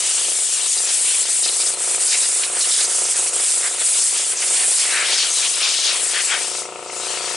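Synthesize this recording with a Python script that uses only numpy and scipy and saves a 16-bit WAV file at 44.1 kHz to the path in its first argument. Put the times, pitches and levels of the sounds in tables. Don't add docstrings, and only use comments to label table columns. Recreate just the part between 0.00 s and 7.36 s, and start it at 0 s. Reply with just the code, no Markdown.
import sys
import numpy as np
from scipy import signal
from scipy.fft import rfft, irfft, next_fast_len
from scipy.io import wavfile
from scipy.ndimage import uniform_filter1d, minimum_filter1d

SR = 44100
rng = np.random.default_rng(int(sys.argv[2]) if len(sys.argv) > 2 else 0)


def int16_out(signal):
    q = np.round(np.clip(np.atleast_2d(signal).T, -1, 1) * 32767)
    wavfile.write(sys.argv[1], SR, q.astype(np.int16))


def level_to_linear(level):
    exponent = np.asarray(level, float) / 20
    return 10 ** exponent


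N = 324562
TURN_HZ = 28.89

# t/s, hiss level/dB, left-right difference/dB
FLOW = [(0.0, -19, 2), (0.62, -18.5, 3.0), (1.2, -16, 2), (1.6, -18.5, 2.0), (2.2, -14.5, 1), (2.6, -17, 0),
        (3.5, -17.5, 0.5), (3.95, -17.5, 1.3), (4.3, -17, 1), (4.84, -14, 0.5), (4.97, -19.5, 2.5),
        (5.35, -20, 3), (6.28, -21, 4), (6.33, -23.5, 5), (6.6, -25, 4.5), (6.94, -26.5, 5),
        (7.36, -27.5, 6.5)]
# t/s, level/dB
SLOW_GAIN = [(0, -44), (1.0, -43.5), (1.5, -41.5), (2.0, -39), (2.2, -44), (2.5, -39.5), (3.35, -39.5),
             (3.75, -40.5), (4.2, -42.5), (4.7, -41), (5.05, -39), (5.5, -43.5), (6.0, -41), (6.2, -42),
             (6.4, -38), (7.36, -35.5)]
# middle t/s, length/s, loss/dB
LIMITED = [(.145, 0.042, 2), (.5, 0.2, 4), (.72, 0.11, 7), (.945, 0.085, 4.5), (1.16, 0.45, 3),
           (1.275, 0.079, -3), (1.37, 0.17, 5), (1.565, 0.05, 1), (2.09, 0.11, 2.5), (2.33, 0.22, 1),
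           (2.64, 0.039, 7), (2.745, 0.082, 8), (2.84, 0.084, 2), (2.95, 0.1, 2.5), (3.125, 0.034, 6),
           (3.295, .05, 1), (3.5, 0.17, 4.5), (3.89, 0.14, 7.5), (3.97, 0.086, 2), (4.07, 0.13, 8),
           (4.29, 0.11, 2.5), (4.79, 0.14, 4.5), (4.92, .06, 1.5), (5.21, 0.054, 5), (5.35, 0.049, 3),
           (5.51, 0.11, 2), (5.78, 0.21, 2.5), (6.27, 0.11, 2.5)]


def rms_one(x):
    return x / np.sqrt(np.mean(x ** 2) + 1e-20)


def in_time(rows):
    s, *columns = np.transpose(rows)
    return [np.interp(np.arange(N) / SR, s, c) for c in columns]


def at_hz(points, hz):
    table_hz, value = np.transpose(points)
    return np.interp(np.log(hz), np.log(table_hz), value)


def every_sample(v):
    return np.interp(np.arange(N) / 64, np.arange(len(v)), v)


def swells(rows, flat=0.3):
    middle, length = np.transpose(rows)[:2, :, None]
    apart = np.abs(np.arange(0, N + 64, 64) / SR - middle) * 2 / length
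    return np.cos(np.pi / 2 * np.clip((apart - flat) / (1 - flat), 0, 1)) ** 2


def losses(rows, flat):
    return every_sample(np.transpose(rows)[2] @ swells(rows, flat))


def drift(rate):
    r = np.exp(-80 * np.pi * rate / SR)
    slow = signal.lfilter([1], [1, -2 * r, r * r], rng.standard_normal(N // 40 + 2002))[2000:]
    return np.interp(np.arange(N) / 40, np.arange(len(slow)), rms_one(slow))


def resonate(x, hz, width_hz):
    r = np.exp(-np.pi * width_hz / SR)
    numerator = np.array([1, 0, -1]) * (1 - r * r) / 2
    return signal.lfilter(numerator, [1, -2 * r * np.cos(2 * np.pi * hz / SR), r * r], x)


def band(x, low_hz, high_hz):
    return signal.sosfilt(signal.butter(2, [low_hz, high_hz], "band", fs=SR, output="sos"), x)


def panned(x, db):
    return x * level_to_linear(np.array([db / 2, -db / 2]).reshape(2, -1))


def spread(mid, side, alike):
    return np.sqrt(1 + alike) * mid + np.sqrt(1 - alike) * side * [[1], [-1]]


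def stereo_noise(spectrum, alike):
    size = next_fast_len(N)
    hz = np.maximum(np.arange(size // 2 + 1) * SR / size, 1)
    white = rfft(rng.standard_normal((2, size)))
    mid, side = irfft(white * level_to_linear(at_hz(spectrum, hz)), size)[:, :N]
    return rms_one(spread(mid, side, alike))


def blow_gun(patchy_db=1.34):
    # f/Hz, density level/dB per Hz
    jet_colour = [(1150, -24), (1600, -20), (3000, -16), (5000, -13), (6500, -10), (7800, -0.5),
                  (8800, -11), (10000, 1), (13000, -49)]
    # f/Hz, coherence/1
    likeness = [(600, 0.58), (1200, 0.75), (2400, 0.86), (5000, 0.85), (10000, .96)]
    hiss_db, pan_db = hiss()
    edge_db, edge_hz = edge_noise(hiss_db)
    roar_db, cavity_hz = cavity_roar(hiss_db)
    gust_db = gust(hiss_db)
    flutter = drift(6.8)
    white = rng.standard_normal((2, 2, N))
    edges = 560 * 2 ** (np.arange(15) / 3)
    out = 0
    for k, (low, high) in enumerate(zip(edges, edges[1:])):
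        mid, side = band(white[k % 2], low, high)
        hz = np.sqrt(low * high)
        weak = 0.81 * (hiss_db + 17) * max(np.log2(hz / 8000), 0)
        jet = level_to_linear(hiss_db + 9.5 + at_hz(jet_colour, hz) + weak)
        edge = level_to_linear(edge_db + 9.0 - 30.0 * np.log2(hz / edge_hz) ** 2)
        roar = level_to_linear(roar_db + 11.0 - 22.0 * np.log2(hz / cavity_hz) ** 2)
        dull_gust_db = 0.65 * roar_db + 1.2 * (gust_db + 44) - 8.0
        skirt = level_to_linear(dull_gust_db - 3.0 * np.abs(np.log2(hz / 1600)))
        flicker = level_to_linear(patchy_db * (0.5 * flutter + drift(50)))
        gain = np.sqrt((jet ** 2 + edge ** 2 + roar ** 2 + skirt ** 2) / 2) * flicker
        out = out + gain * spread(mid, side, at_hz(likeness, hz))
    return panned(floor_echo(out) + hollow_puffs() + whistles(), pan_db) + rumble(hiss_db)


def hiss():
    # middle t/s, length/s, loss/dB
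    blocked = [(0.034, 0.061, 2.5), (0.255, 0.46, 1), (0.478, 0.11, 2.5), (0.6, 0.27, 2.5),
               (0.881, 0.57, 1.5), (0.889, 0.072, 3), (1.22, 0.373, 2), (1.263, 0.069, 5.5),
               (1.474, 0.281, 2.0), (1.648, 0.046, 2), (1.729, 0.042, 0.5), (1.755, 0.15, 3.5),
               (1.763, 0.043, 5.5), (1.903, 0.035, -1), (1.971, 0.87, 3), (1.986, 0.049, 5),
               (2.047, 0.072, -1.5), (2.144, 0.045, 0), (2.332, 0.49, 2.5), (2.431, 0.12, 1.5),
               (2.531, 0.18, 7), (2.656, 0.14, 0.5), (2.874, 0.082, 3.5), (2.894, 0.48, 1.5),
               (3.107, 0.05, -2.5), (3.149, 0.036, 3.5), (3.153, 0.35, 3.5), (3.182, 0.048, -4),
               (3.314, 0.054, 8), (3.385, 0.13, 2), (3.698, 0.38, 3.5), (3.769, 0.068, 3.5),
               (4.216, 0.092, 2.5), (4.284, 0.5, 2.5), (4.375, 0.11, 5), (4.431, 0.034, -0.5),
               (4.487, 0.39, 2.5), (4.927, 0.071, -2.5), (4.93, 0.56, 4), (5.221, 0.072, 3.5),
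               (5.294, 0.093, 2), (5.423, 0.16, 3), (5.575, 0.071, 0), (5.647, 0.093, 2.5),
               (5.765, 0.74, 3), (6.17, 0.154, 3.5), (6.239, 0.08, 0), (6.326, 0.16, 4.5),
               (6.554, 0.52, 1.5), (6.938, 0.047, 0), (6.994, 0.31, 3), (7.16, 0.13, 1.5), (7.234, 0.14, 2)]
    release_s, reopen_s = 6.61, 6.93
    bleed_db_per_s, shut_db, leak_db_per_s, open_db_per_s = 210, 16, 31, 514
    flow_db, pan_db = in_time(FLOW)
    t = np.arange(N) / SR
    bleeding = bleed_db_per_s * (t - release_s)
    leaking = shut_db - leak_db_per_s * np.abs(t - release_s - .14)
    opening = open_db_per_s * (reopen_s - t)
    valve_loss = np.maximum(np.minimum(np.minimum(bleeding, opening), leaking), 0)
    return flow_db - losses(blocked, flat=0.3) - valve_loss, pan_db


def crossings(rows, rest_db, rest_hz):
    _, _, level_db, hz = np.transpose(rows)
    shape = swells(rows, flat=0.21) ** 2
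    peak, rest = level_to_linear(level_db) ** 2, level_to_linear(rest_db) ** 2
    power = every_sample(peak @ shape) + rest
    centre_hz = (every_sample(peak * hz @ shape) + rest * rest_hz) / power
    return 10 * np.log10(power), centre_hz


def edge_noise(hiss_db):
    # middle t/s, length/s,
    # level/dB, centre f/Hz
    bars = [(0.099, 0.53, -25, 6200), (0.335, 0.23, -27.5, 6300.0), (0.519, 0.27, -26, 6750),
            (0.724, 0.057, -26.5, 6300.0), (0.785, 0.043, -26, 3900.0), (0.812, 0.564, -28, 6270),
            (0.892, 0.083, -26.5, 5300.0), (1.272, 0.227, -28, 5360.0), (1.524, 0.45, -30, 5260.0),
            (1.615, 0.07, -27, 4400.0), (1.673, 0.037, -26, 5250), (2.113, 0.13, -23, 6300.0),
            (2.129, 0.1, -23, 3900.0), (2.204, 0.4, -27, 6040.0), (2.25, 0.043, -25, 3900.0),
            (2.442, 0.056, -25, 4360.0), (2.621, 0.047, -20, 4860), (2.754, 0.41, -28.5, 5750.0),
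            (2.826, 0.141, -27.5, 5680.0), (3.021, 0.49, -26, 6700), (3.188, 0.144, -28, 6300.0),
            (3.351, 0.442, -34, 6300.0), (3.506, 0.085, -25.5, 5980.0), (3.684, 0.042, -29, 4980.0),
            (4.005, 0.087, -21.5, 6040.0), (4.057, 0.32, -27.5, 6300.0), (4.19, 0.069, -27, 6300.0),
            (4.21, 0.21, -27, 6300.0), (4.403, 0.13, -26, 6040), (4.483, 0.031, -24, 5820.0),
            (4.568, 0.144, -30, 6150.0), (4.809, 0.12, -24, 5680.0), (4.875, 0.58, -26, 4850),
            (5.132, 0.42, -23, 4290.0), (5.189, 0.237, -18, 5000.0), (5.415, 0.4, -24, 6300.0),
            (5.546, 0.033, -24, 4350.0), (5.768, 0.61, -22.0, 5050), (5.873, 0.11, -17, 4450.0),
            (6.21, 0.55, -28, 5600), (6.215, 0.038, -29, 5470.0), (6.44, 0.12, -36, 4990.0),
            (6.51, 0.39, -29.5, 5730), (7.055, 0.54, -33, 5850), (7.355, 0.56, -31, 5660),
            (1.446, 0.035, -23, 2900), (1.448, 0.055, -22, 5200), (1.452, 0.044, -26, 3700),
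              (1.487, 0.028, -21.5, 3800), (1.527, 0.026, -30, 4500), (1.544, 0.022, -33, 4300),
              (1.908, 0.024, -37, 4500), (2.719, 0.025, -19, 4100), (2.739, .03, -22, 3900),
              (2.654, .02, -27, 4300), (2.792, .03, -26, 4400), (2.812, .025, -22, 3900),
              (2.847, 0.02, -24, 5200), (3.052, .03, -26, 5100), (3.225, 0.027, -34, 5200),
              (3.403, 0.027, -27, 5000), (3.936, .03, -26, 5800), (4.57, 0.039, -30, 4300)]
    return crossings(bars, hiss_db - 16.0, 5500)


def cavity_roar(hiss_db):
    # middle t/s, length/s, level/dB, centre f/Hz
    gaps = [(0.046, 0.26, -30, 3180), (0.117, 0.025, -29, 3600.0), (0.186, 0.044, -26.5, 3280),
            (0.239, 0.39, -31.5, 3200), (0.591, 0.49, -30.5, 3600), (0.665, 0.04, -30, 3500),
            (0.884, 0.14, -29, 3030), (0.961, 0.083, -32, 2980.0), (1.112, 0.28, -30, 3160),
            (1.266, 0.061, -31, 3000.0), (1.466, 0.08, -35, 3600), (2.145, 0.12, -29, 2380.0),
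            (2.243, 0.069, -31, 2100.0), (2.441, 0.016, -26, 2690.0), (2.444, 0.2, -38, 2250),
            (2.563, 0.11, -40, 2250.0), (2.65, 0.029, -25, 3370), (2.773, 0.28, -33, 3600.0),
            (3.172, 0.098, -35, 2490.0), (3.42, 0.17, -35, 2900), (3.663, 0.11, -29, 1780),
            (3.778, 0.19, -36, 3420.0), (3.816, 0.04, -28.5, 3140), (3.967, 0.096, -29, 3600.0),
            (4.202, 0.2, -30, 3000), (4.329, 0.076, -33.5, 2360.0), (4.402, 0.304, -38, 2570.0),
            (4.432, 0.046, -27.5, 2430.0), (4.602, 0.23, -28.5, 2520), (4.827, 0.15, -27, 2700),
            (4.976, 0.33, -29, 1700.0), (5.039, 0.56, -26, 2480), (5.191, 0.34, -23, 3200),
            (5.416, 0.3, -29, 3570), (5.45, 0.09, -23.5, 3080), (5.646, 0.13, -21.5, 3670),
            (5.649, 0.43, -28.5, 3050), (5.817, 0.58, -26, 3250), (5.903, 0.097, -27, 2590.0),
            (5.964, 0.062, -38, 1700.0), (6.176, 0.18, -28.5, 2730), (6.242, 0.75, -33, 2270),
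            (6.33, 0.15, -26, 2400), (6.479, 0.41, -36, 3560), (6.92, 0.072, -48, 2050.0),
            (7.2, 0.64, -34, 3270)]
    return crossings(gaps, hiss_db - 21.0, 2600)


def gust(hiss_db):
    # middle t/s, length/s, loss/dB
    lulls = [
        (.35, 0.31, 13),
        (1.0, .15, 3),
        (1.36, 0.28, 8),
        (2.9, 0.79, -2),
        (4.05, .3, 0),
        (6.5, 0.3, 5),
        (7.15, 0.69, 3.5),
    ]
    starved_db = np.minimum(hiss_db + 29, 0)
    return in_time(SLOW_GAIN)[0] - losses(LIMITED, flat=.5) + starved_db - losses(lulls, flat=.4)


def floor_echo(x, share=0.2):
    late = np.arange(N) - SR * 0.000873 * level_to_linear(2.88 * drift(2.48))
    echo = np.array([np.interp(late, np.arange(N), c) for c in x])
    return (x + share * echo) / np.sqrt(1 + share ** 2)


def hollow_puffs():
    # start t/s, length/s, level/dB, first resonance f/Hz, second resonance f/Hz
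    hollows = [
        (2.114, 0.056, -24.5, 2210, 2840),
        (4.894, 0.18, -25, 1570, 2300),
        (6.124, 0.11, -24.5, 1690, 3150),
        (6.286, 0.084, -23, 1620, 3270),
    ]
    out = np.zeros(N)
    for start, length, level_db, first_hz, second_hz in hollows:
        swell = signal.windows.tukey(round(length * SR), .6)
        air = rng.standard_normal(8000)[:len(swell)]
        first = resonate(resonate(air, first_hz, 700), first_hz, 700)
        second = resonate(resonate(air, second_hz, 800), second_hz, 800)
        tone = rms_one(first - 0.74 * second)
        out[round(start * SR):][:len(swell)] += level_to_linear(level_db) * tone * swell
    return out


def whistles():
    # middle t/s, length/s, level/dB, start f/Hz, end f/Hz
    rims = [(0.72, .12, -25, 6800, 7170), (0.845, .12, -28, 7380, 7450), (0.95, .14, -35, 5700, 5520),
            (1.514, .13, -34, 4100, 4090), (1.752, .1, -40, 4050, 4200), (1.81, .1, -40, 7200, 7200),
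            (2.21, .13, -34, 3970, 3950), (2.55, .07, -28, 9100, 9100), (4.585, .11, -32, 4270, 4460),
            (4.96, .15, -31, 3880, 3880), (5.33, .12, -28, 6370, 6420), (5.369, .11, -29, 4010, 3920),
            (5.788, .1, -31, 6450, 6550), (6.18, .16, -35, 4420, 4420), (6.282, .11, -26.5, 7640, 7650),
            (6.354, .12, -33, 1995, 1900), (6.643, .1, -43, 5725, 5725), (6.99, .1, -34, 6900, 7460),
            (7.071, .18, -37.5, 3550, 4600), (7.172, .14, -42, 7900, 7760), (7.218, .17, -35.5, 4600, 4500)]
    width_hz = 300
    lowpass = signal.butter(2, width_hz / 2, fs=SR, output="sos")
    out = np.zeros(N)
    for middle, length, level_db, start_hz, end_hz in rims:
        count = round(length * SR)
        air = rng.standard_normal((2, 14000))
        real, imag = signal.sosfilt(lowpass, air)[:, 2000:][:, :count]
        phase = 2 * np.pi * np.cumsum(np.linspace(start_hz, end_hz, count)) / SR
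        tone = rms_one(real * np.cos(phase) + imag * np.sin(phase))
        swell = signal.windows.tukey(count, .7)
        out[round(middle * SR) - count // 2:][:count] += level_to_linear(level_db) * tone * swell
    return out


def rumble(hiss_db):
    # f/Hz, density level/dB per Hz
    roll_colour = [(25, -13), (60, -9), (110, -1), (200, -1), (290, 5), (360, 11), (600, 15), (900, -2),
                   (2000, -60)]
    level_db = -52.5 + 0.27 * (hiss_db + 19.0) - 0.38 * losses(LIMITED, flat=.5) + 3.9 * drift(11)
    return level_to_linear(level_db) * stereo_noise(roll_colour, alike=0.92)


def ticks():
    # t/s, peak level/dB, f/Hz, length/cycles
    contacts = [
        (2.4352, -4.5, 3200, 0.7),
        (2.4375, -15, 4300, 3.0),
        (2.4388, -15, 2300, 2.5),
        (4.3722, -17, 6300, 6.0),
        (4.3745, -12, 6200, 3.5),
        (5.45, -14, 2500, 1.0),
        (6.634, -31, 2060, 4.0),
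        (6.903, -26, 2150, 3.0),
        (6.901, -30, 2800, 3.0),
        (6.949, -31, 2200, 4.0),
    ]
    out = np.zeros(N)
    age = np.arange(-500, 500) / SR
    for s, peak_db, hz, cycles in contacts:
        ring = np.cos(2 * np.pi * hz * age) * np.exp(-(age * hz / cycles) ** 2)
        out[round(s * SR) - 500:][:1000] += level_to_linear(peak_db) * ring
    return panned(out, 1.9)


def compressor():
    turns = crank_turns()
    slam_db = 5 * rng.standard_normal(512)[np.floor(turns).astype(int) % 512]
    knock = rms_one(each_turn(knock_cycle(), turns) + level_to_linear(slam_db) * each_turn(valve_cycle(), turns))
    pumping_db = 1.5 * drift(20) * np.clip((in_time(FLOW)[0] + 27) / 6, 0, 1)
    level_db = in_time(SLOW_GAIN)[0] - losses(LIMITED, flat=0.44) + pumping_db
    return level_to_linear(level_db) * (level_to_linear(3.0) * knock + level_to_linear(-1.5) * rattle(turns))


def crank_turns():
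    # t/s, f/Hz
    speed = [(0, 28.877), (3.7, 28.877), (4.5, 28.89), (5.5, 28.9), (7.36, 28.906)]
    top_stroke_s = 6.9313
    turns = np.cumsum(in_time(speed)[0]) / SR
    return turns - turns[round(top_stroke_s * SR)]


def each_turn(cycle, turns):
    where = np.arange(2048) / 2048
    return np.array([np.interp(turns % 1, where, c, period=1) for c in cycle])


def knock_cycle():
    # multiple of turn rate/1, level/dB
    harmonics = [(1, -44), (2, -36), (3, -32), (4, -21), (5, -19), (6, -25), (7, -17), (8, -22), (9, -22),
                 (10, -17), (11, -15), (12, -6), (13, -1), (14, -9), (15, -4), (16, -10), (17, 0), (18, -9),
                 (19, -4), (20, -4), (21, -7), (22, -8), (23, -16), (24, -4), (25, -1), (26, -6), (27, -17),
                 (28, -18), (29, -12), (30, -9), (31, -7), (32, -5), (33, -9), (34, -14), (35, -8),
                 (36, -19), (37, -15), (38, -10), (39, -16), (40, -12), (41, -11), (42, -7), (43, -11),
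                 (44, -8), (45, -5), (46, -7), (47, -12), (48, -11), (49, -15), (50, -16), (51, -14),
                 (52, -21)]
    # delay after the valve slam/ms, signed strength/1
    knocks = [
        (0, 1),
        (1.0, -.2),
        (5.6, .45),
        (8.4, .3),
        (11.4, .22),
        (14.4, .25),
        (16.3, .28),
        (25.6, -.5),
        (30.5, .22),
    ]
    # f/Hz, difference/dB
    housing_side = [(60, 0.5), (110, 0.0), (190, 0.0), (340, 1.0), (590, 3.0), (1060, 5.0), (1870, 5.0),
                    (3320, 6.5), (5900, 3.0), (10500, 2.0)]
    delay_ms, strength = np.transpose(knocks)
    where = np.arange(2048) / 2048
    cycle = np.zeros((2, 2048))
    for multiple, level_db in harmonics:
        hz = multiple * TURN_HZ
        timing = np.angle(np.sum(strength * np.exp(-2j * np.pi * hz * delay_ms / 1000)))
        timing += rng.normal() * min(np.pi, 25 / multiple ** 2 + .11)
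        timing -= 2 * np.pi * hz * 0.00044 * (multiple > 35.5)
        cycle += panned(level_to_linear(level_db) * np.cos(2 * np.pi * multiple * where + timing), at_hz(housing_side, hz))
    return cycle


def valve_cycle():
    # f/Hz, level/dB, decay time/s
    modes = [
        (1900, 2, .003),
        (2137, 5, 0.0044),
        (2590, 8, 0.0035),
        (2860, 0, 0.0025),
    ]
    age = np.arange(2048) / 2048 / TURN_HZ
    plate = 0
    for hz, level_db, decay in modes:
        envelope = np.exp(-age / decay) * np.tanh(age / 0.0005) ** 2
        plate = plate + panned(level_to_linear(level_db) * np.sin(2 * np.pi * hz * age) * envelope, 4.0)
    return plate


def rattle(turns):
    # f/Hz, density level/dB per Hz
    rattle_colour = [(30, -54), (100, -33), (260, -28), (350, -23), (750, -19), (1350, -18.5), (1600, -24),
                     (2600, -15.5), (3400, -20), (7500, -23), (11000, -28)]
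    noise = panned(stereo_noise(rattle_colour, alike=.65), 4.5)
    burst = np.exp(-((turns + 0.044) % 1) / 0.13)
    return noise + band(noise, 1500, 3400) * burst


def scene():
    return blow_gun() + ticks() + compressor()


def limiter(x):
    limit, hold_s = .52, .008
    span = round(hold_s * SR)
    gain = minimum_filter1d(limit / np.maximum(np.abs(x).max(axis=0), limit), size=span)
    return x * uniform_filter1d(gain, size=span)


def top_cut(x):
    return signal.sosfilt(signal.butter(12, 11060, fs=SR, output="sos"), x)


def record(dry):
    sharpened = dry + 0.34 * resonate(dry, 8470, 1540)
    dull = signal.sosfilt(signal.butter(4, 9850, fs=SR, output="sos"), sharpened)
    steep = signal.ellip(14, .5, 90, 10990, fs=SR, output="sos")
    mix = signal.sosfilt(steep, limiter(dull))
    return top_cut(mix)


dry = scene()
out = record(dry)
int16_out(out)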